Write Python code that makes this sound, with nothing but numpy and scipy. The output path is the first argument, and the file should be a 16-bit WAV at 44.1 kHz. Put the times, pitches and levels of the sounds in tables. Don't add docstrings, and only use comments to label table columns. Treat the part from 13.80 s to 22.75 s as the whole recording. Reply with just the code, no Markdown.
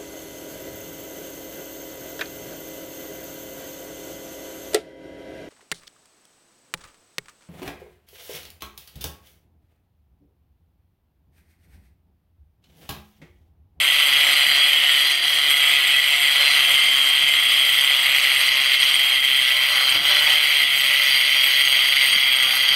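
import sys
import numpy as np
from scipy import signal
from scipy.fft import rfft, irfft
from scipy.io import wavfile
from scipy.ndimage import uniform_filter1d

SR = 44100
rng = np.random.default_rng(int(sys.argv[2]) if len(sys.argv) > 2 else 0)


def materialize(psi):
    bounded = np.clip(np.atleast_2d(psi).T, -1, 1)
    quanta = np.round(bounded * 32767).astype(np.int16)
    wavfile.write(sys.argv[1], SR, quanta)


N = 394694
TIME = np.arange(N) / SR


def from_db(db):
    return 10 ** (np.asarray(db) / 20)


def rms_one(x):
    return x / np.sqrt(np.mean(x ** 2) + 1e-20)


def curve(rows):
    return np.interp(TIME, *np.transpose(rows))


def drift(rate):
    hop, settle = 40, 2000
    pole = np.exp(-2 * np.pi * rate * hop / SR)
    noise = rng.standard_normal(N // hop + settle + 2)
    slow = signal.lfilter([1], [1, -2 * pole, pole * pole], noise)[settle:]
    return np.interp(np.arange(N) / hop, np.arange(len(slow)), rms_one(slow))


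def swells(rows):
    return sum(db * np.exp(-((TIME - t) / half) ** 2) for t, half, db in rows)


def steady(x, size=4410):
    return x / np.sqrt(uniform_filter1d(x ** 2, size) + 1e-12)


def colour(x, spectrum, peaks=(), size=8192):
    hz = np.maximum(np.fft.rfftfreq(size, 1 / SR), 1)
    points, levels = np.transpose(spectrum)
    db = np.interp(np.log(hz), np.log(points), levels)
    db -= 24 * np.abs(np.log2(hz / np.clip(hz, points[0], points[-1])))
    for centre, width, lift in peaks:
        db += lift / (1 + (2 * (hz - centre) / width) ** 2)
    cepstrum = irfft(np.log(from_db(db)))
    cepstrum[1:size // 2] *= 2
    cepstrum[size // 2 + 1:] = 0
    response = irfft(np.exp(rfft(cepstrum)))
    return signal.fftconvolve(x, response)[:N]


def resonate(x, hz, width):
    r = np.exp(-np.pi * width / SR)
    feedback = [1, -2 * r * np.cos(2 * np.pi * hz / SR), r * r]
    return signal.lfilter(np.array([1, 0, -1]) * (1 - r * r) / 2, feedback, x)


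# t/s, f/Hz
DISC_SPEED = [(0, 141.5), (0.5, 141.6), (1, 143.0), (1.35, 141.1), (1.75, 143.2), (2.15, 141.3),
              (2.7, 141.5), (3, 139.6), (3.8, 138.2), (4, 136.7), (4.75, 134.2), (5.1, 134.9), (5.7, 131.3),
              (6.1, 132.0), (6.35, 150.3), (6.52, 150.1), (6.9, 138.5), (7.15, 134.7), (7.45, 134.6),
              (7.7, 137.3), (8.1, 136.4), (8.67, 130.9), (8.95, 134.2)]

def rotation():
    speed = curve(DISC_SPEED)
    return speed, np.cumsum(speed) / SR


def contact(turns, rise=.12, bite_share=.42, drag=.27, uneven_db=2.3, wobble=.025):
    angle = np.maximum(turns + wobble * drift(26), 0)
    strength = from_db(uneven_db * np.clip(rng.standard_normal(N // 100), -2, 1.5))
    within_turn = angle % 1
    bite = (1 - np.exp(-(within_turn / rise) ** 2)) * np.exp(-(within_turn / bite_share) ** 2)
    return drag + strength[angle.astype(int)] * bite


# t/s, half length/s, rise/dB
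RIM_SNAGS = [(1.71, .025, 2), (2.61, 0.031, 1.5), (4.04, 0.043, 2), (4.51, 0.016, 2), (4.61, .015, 3),
             (5.97, 0.017, 4), (6.33, 0.035, 0.5), (6.82, .025, 0.5), (7.6, .02, 0.5), (8.34, 0.018, 2.5),
             (8.65, .015, 2)]
# t/s, half length/s, drop/dB
HAND_EASES = [(1.39, .045, 5), (4.72, .025, 2.5), (4.98, 0.016, 5), (5.41, 0.018, 3.5), (6.215, 0.048, 5.5),
              (6.87, 0.022, 3), (8.42, 0.068, 1)]

def pressure(judder_db=0.63):
    judder = rms_one(resonate(drift(30), hz=17, width=14))
    return judder_db * judder + swells(RIM_SNAGS) - swells(HAND_EASES)


def flutter(db, depth_db):
    return from_db(db + depth_db * drift(9.3))


def rim(turns, memory, size=256):
    fresh = rng.standard_normal((N // size, size))
    grains = signal.lfilter([np.sqrt(1 - memory ** 2)], [1, -memory], fresh, axis=0).ravel()
    return rms_one(np.interp(turns * size, np.arange(len(grains)), grains))


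# t/s, level/dB
RASP_LEVEL = [(0.0, -19.5), (0.35, -20.5), (0.55, -19.5), (1.5, -23.0), (2.0, -20), (2.25, -22),
              (2.75, -19.5), (3.0, -21.5), (4.2, -22), (4.4, -18.5), (4.7, -21), (4.9, -20.0), (5.4, -21.5),
              (8.25, -20), (8.8, -22.5), (8.95, -22.5)]
# f/Hz, level/dB
GUARD_SPECTRUM = [(1200, -36), (1770, -19.5), (1940, -4.5), (2180, -4), (2480, -8), (2850, -4.5),
                  (3250, -9.5), (3560, -14.5), (3950, -18.5), (4300, -21), (4900, -21), (5300, -42.5)]
# f/Hz, bandwidth/Hz, lift/dB
GUARD_RESONANCES = [(1972, 55, 7), (2095, 55, 7), (2222, 40, 4), (2428, 35, 5), (2551, 40, 3),
                    (2689, 45, 4), (2877, 40, 2.5), (3785, 60, 4)]

def guard_rasp(turns, force, press_db):
    gain = flutter(curve(RASP_LEVEL) + 0.73 * press_db, depth_db=0.87)
    scrape = force * (0.47 * rim(turns, memory=0.85) + rng.standard_normal(N))
    return gain * steady(colour(scrape, GUARD_SPECTRUM, GUARD_RESONANCES), size=2200)


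# t/s, level/dB
SCREAM_LEVEL = [(0.0, -20.5), (1.0, -19.5), (1.35, -20.5), (1.4, -21), (1.8, -19), (2.05, -22),
                (3.7, -18.5), (4.6, -22.5), (5.15, -19), (5.9, -22), (6.35, -17.5), (6.6, -21.5),
                (7.35, -22.5), (7.65, -19.5), (8.15, -21), (8.95, -19.5)]
# f/Hz, level/dB
SCREAM_SPECTRUM = [(2750, -20.5), (3020, -3.5), (3190, -5.5), (3310, -4.5), (3420, -9), (3600, -18)]
# f/Hz, bandwidth/Hz, lift/dB
SCREAM_RESONANCES = [(3045, 90, 3.5), (3180, 55, 6), (3293, 55, 7)]

def disc_scream(turns, force, press_db, mode_hz=3188, width_hz=90, lock_db=3.5):
    load = 0.54 + force
    scrape = load * (rim(turns, memory=0.81) + rng.standard_normal(N))
    rasping = steady(colour(scrape, SCREAM_SPECTRUM, SCREAM_RESONANCES), size=1800)
    ringing = resonate(resonate(rim_ripple(turns), mode_hz, width_hz), mode_hz, width_hz)
    locked = from_db(lock_db) * rms_one(load) * ringing
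    gain = flutter(curve(SCREAM_LEVEL) + 0.6 * press_db, depth_db=0.6)
    return gain * steady(rasping + locked, size=1800)


# waves per turn, level/dB
RIPPLE_ORDERS = [(22, -6), (23, 0), (24, -1)]

def rim_ripple(turns, waver_db=0.5):
    return sum(from_db(db + waver_db * drift(12)) * np.sin(2 * np.pi * order * turns + drift(5.4))
               for order, db in RIPPLE_ORDERS)


# t/s, level/dB
TILE_LEVEL = [(0.0, -35), (0.5, -30.5), (0.95, -33.5), (2.3, -34.5), (2.6, -31), (3.75, -35.5), (4.35, -33),
              (4.7, -34.5), (5.0, -34), (5.6, -37), (6.05, -30), (6.35, -29.5), (6.8, -35.5), (7.75, -36),
              (7.95, -34), (8.45, -35), (8.65, -32.5), (8.95, -33)]
# f/Hz, level/dB
TILE_SPECTRUM = [(150, -25), (430, -11), (560, -5.5), (750, -7), (950, -3), (1300, 5.5), (1650, 3.5),
                 (2100, 1.5), (3500, -51.5)]
# f/Hz, bandwidth/Hz, lift/dB
TILE_RESONANCES = [(589.7, 20, 11.4), (755, 86, 8.5), (940, 20, 2.5), (1335, 9.6, 1.9)]

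def tile_rumble(turns, force, press_db):
    gain = flutter(curve(TILE_LEVEL) + 0.9 * press_db, depth_db=0.5)
    scrape = (0.71 + force) * (0.43 * rim(turns, memory=0.878) + rng.standard_normal(N))
    return gain * steady(colour(scrape, TILE_SPECTRUM, TILE_RESONANCES))


def ring_modes(force, modes, swell_db):
    out = np.zeros(N)
    friction = force * rng.standard_normal(N)
    along = np.linspace(0, 1, N) ** 2
    for hz, width, start_db, end_db in modes:
        ringing = rms_one(resonate(resonate(friction, hz, width), hz, 6 * width))
        out += from_db(start_db + (end_db - start_db) * along + swell_db * drift(13.5)) * ringing
    return steady(out, size=2200)


# t/s, level/dB
SING_LEVEL = [(0.0, -32.5), (0.2, -32), (0.75, -30.5), (1.0, -34.5), (1.25, -29.5), (2.15, -35), (2.7, -28),
              (2.85, -31), (3.9, -34.0), (4.5, -29.5), (5.3, -31), (5.5, -35.5), (6.15, -27), (7.0, -32),
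              (7.3, -28.5), (8.4, -29), (8.45, -31.5), (8.95, -26.5)]
# f/Hz, bandwidth/Hz, start level/dB, end level/dB
LOW_BENDING = [(4053, 32, -1.5, -2.5), (4124, 22, 1, -0.5), (4610, 75, -8, 3), (4692, 49, -1.5, 3.5),
               (5070, 29, -11, -13), (5607, 36, -13, -8), (5920, 45, -13.5, -19.5), (6428, 53, -13, -8)]
HIGH_BENDING = [(7560, 47, -5.5, -17), (7780, 53, -7.5, -11.5), (8400, 30, -12, -8), (8662, 42, -0.5, 2),
                (9940, 45, -21, -20), (11330, 81, -3, 0), (12000, 90, -12, -10), (12540, 99, -8, -7),
                (12750, 100, -8, 1.5), (13490, 60, -18, -9), (14310, 110, -8.5, -2), (15560, 60, -13, -5)]

def disc_singing(force, press_db, dust_db):
    low_db = curve(SING_LEVEL) + 0.82 * press_db
    high_db = -34 + 0.32 * (dust_db - dust_db.mean()) + press_db
    low = flutter(low_db, depth_db=1.03) * ring_modes(force, LOW_BENDING, swell_db=1.0)
    high = flutter(high_db, depth_db=1.7) * ring_modes(force, HIGH_BENDING, swell_db=0.5)
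    return low + high


# t/s, level/dB
DUST_LEVEL = [(0.0, -32.5), (0.55, -32), (1.05, -36.5), (1.15, -33), (2.15, -35.5), (2.85, -32.5),
              (3.1, -35), (6.25, -36.0), (6.35, -35), (7.75, -35.5), (8.35, -34.5), (8.5, -41), (8.75, -33),
              (8.95, -38.5)]
# f/Hz, level/dB
GRIT_SPECTRUM = [(3500, 12.5), (5000, -64), (6200, 6), (7100, -18), (7900, 0), (9200, 2.5), (10700, 8),
                 (12200, -1), (13100, -8), (13700, 3), (14900, -3), (15800, -25)]

def grit_hiss(force, press_db, dust_db, spray=1.2, spurt_db=1.1):
    gain = flutter(dust_db + 0.9 * press_db, depth_db=0.3)
    cracks = (spray + force) * rng.standard_normal(N) * from_db(spurt_db * drift(48))
    return gain * steady(colour(cracks, GRIT_SPECTRUM))


# f/Hz, level/dB
FLOOR_SPECTRUM = [(20, -15), (45, -13), (110, -5), (180, -7), (320, -7.5), (700, -31)]
# t/s, half length/s, rise/dB
FLOOR_KNOCKS = [(.7, .025, 6), (4.06, 0.031, 3), (6.2, 0.1, 13), (8.36, 0.018, 10), (8.91, .025, 7)]

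def floor_thrum(press_db, growth_db):
    gain = flutter(-59.5 + growth_db + swells(FLOOR_KNOCKS) + 0.36 * press_db, depth_db=2.5)
    return gain * rms_one(colour(rng.standard_normal(N), FLOOR_SPECTRUM))


def motor_hum(turns, speed, growth_db, gear_ratio=2.49, free_hz=140.8, waver_db=1.4):
    armature_db = -56 - np.maximum(free_hz - speed, 0)
    partials = [(1, -63.5 + growth_db), (gear_ratio, armature_db), (2 * gear_ratio, armature_db + 4)]
    return np.sqrt(2) * sum(from_db(db + waver_db * drift(6)) * np.sin(2 * np.pi * order * turns)
                            for order, db in partials)


# t/s, half length/s, f/Hz, rms level/dB
MODE_LOCKS = [(.68, .19, 4122, -29), (.74, .15, 4692, -30), (1.1, .6, 1856, -33), (1.28, .06, 4128, -29.5),
              (1.32, .17, 4697, -33), (2.0, .07, 4135, -34), (2.66, .14, 4115, -29), (4.59, .03, 8650, -33),
              (5.01, .015, 8650, -32), (5.13, .045, 8650, -33), (6.01, .13, 4158, -30.5),
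              (6.33, .06, 4135, -31), (7.39, .09, 4695, -31.5), (8.08, .06, 4626, -32),
              (8.29, .035, 8650, -32), (8.32, .06, 4713, -31)]

def whistles(waver_hz=7.34, flutter_db=1.5):
    out = np.zeros(N)
    for t, half, hz, db in MODE_LOCKS:
        phase = 2 * np.pi * np.cumsum(hz + waver_hz * drift(30)) / SR
        envelope = np.exp(-((TIME - t) / half) ** 2)
        out += from_db(db + flutter_db * drift(21)) * envelope * np.sin(phase)
    return np.sqrt(2) * out


def room(x, t60_s=0.2, wet_db=-10, count=4):
    t = np.arange(SR // 3) / SR
    wet = 0
    for _ in range(count):
        tail = rng.standard_normal(len(t)) * from_db(-60 * t / t60_s) * (t > .004)
        wet = wet + drift(1.57) * signal.oaconvolve(x, tail / np.linalg.norm(tail))[:N]
    return x + from_db(wet_db) * wet / np.sqrt(count)


def scene():
    speed, turns = rotation()
    press_db = pressure()
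    force = contact(turns)
    dust_db = curve(DUST_LEVEL)
    growth_db = 0.44 * TIME
    cut = guard_rasp(turns, force, press_db)
    cut += disc_scream(turns, force, press_db)
    cut += tile_rumble(turns, force, press_db)
    cut += disc_singing(force, press_db, dust_db)
    cut += grit_hiss(force, press_db, dust_db)
    cut += floor_thrum(press_db, growth_db)
    tones = motor_hum(turns, speed, growth_db) + whistles()
    return (room(cut) + tones)[None]


def record(dry, ceiling=.75, cutoff_hz=15680):
    rounded = dry / (1 + (dry / ceiling) ** 8) ** (1 / 8)
    return signal.sosfilt(signal.ellip(14, .1, 100, cutoff_hz, fs=SR, output="sos"), rounded)


dry = scene()
out = record(dry)
materialize(out)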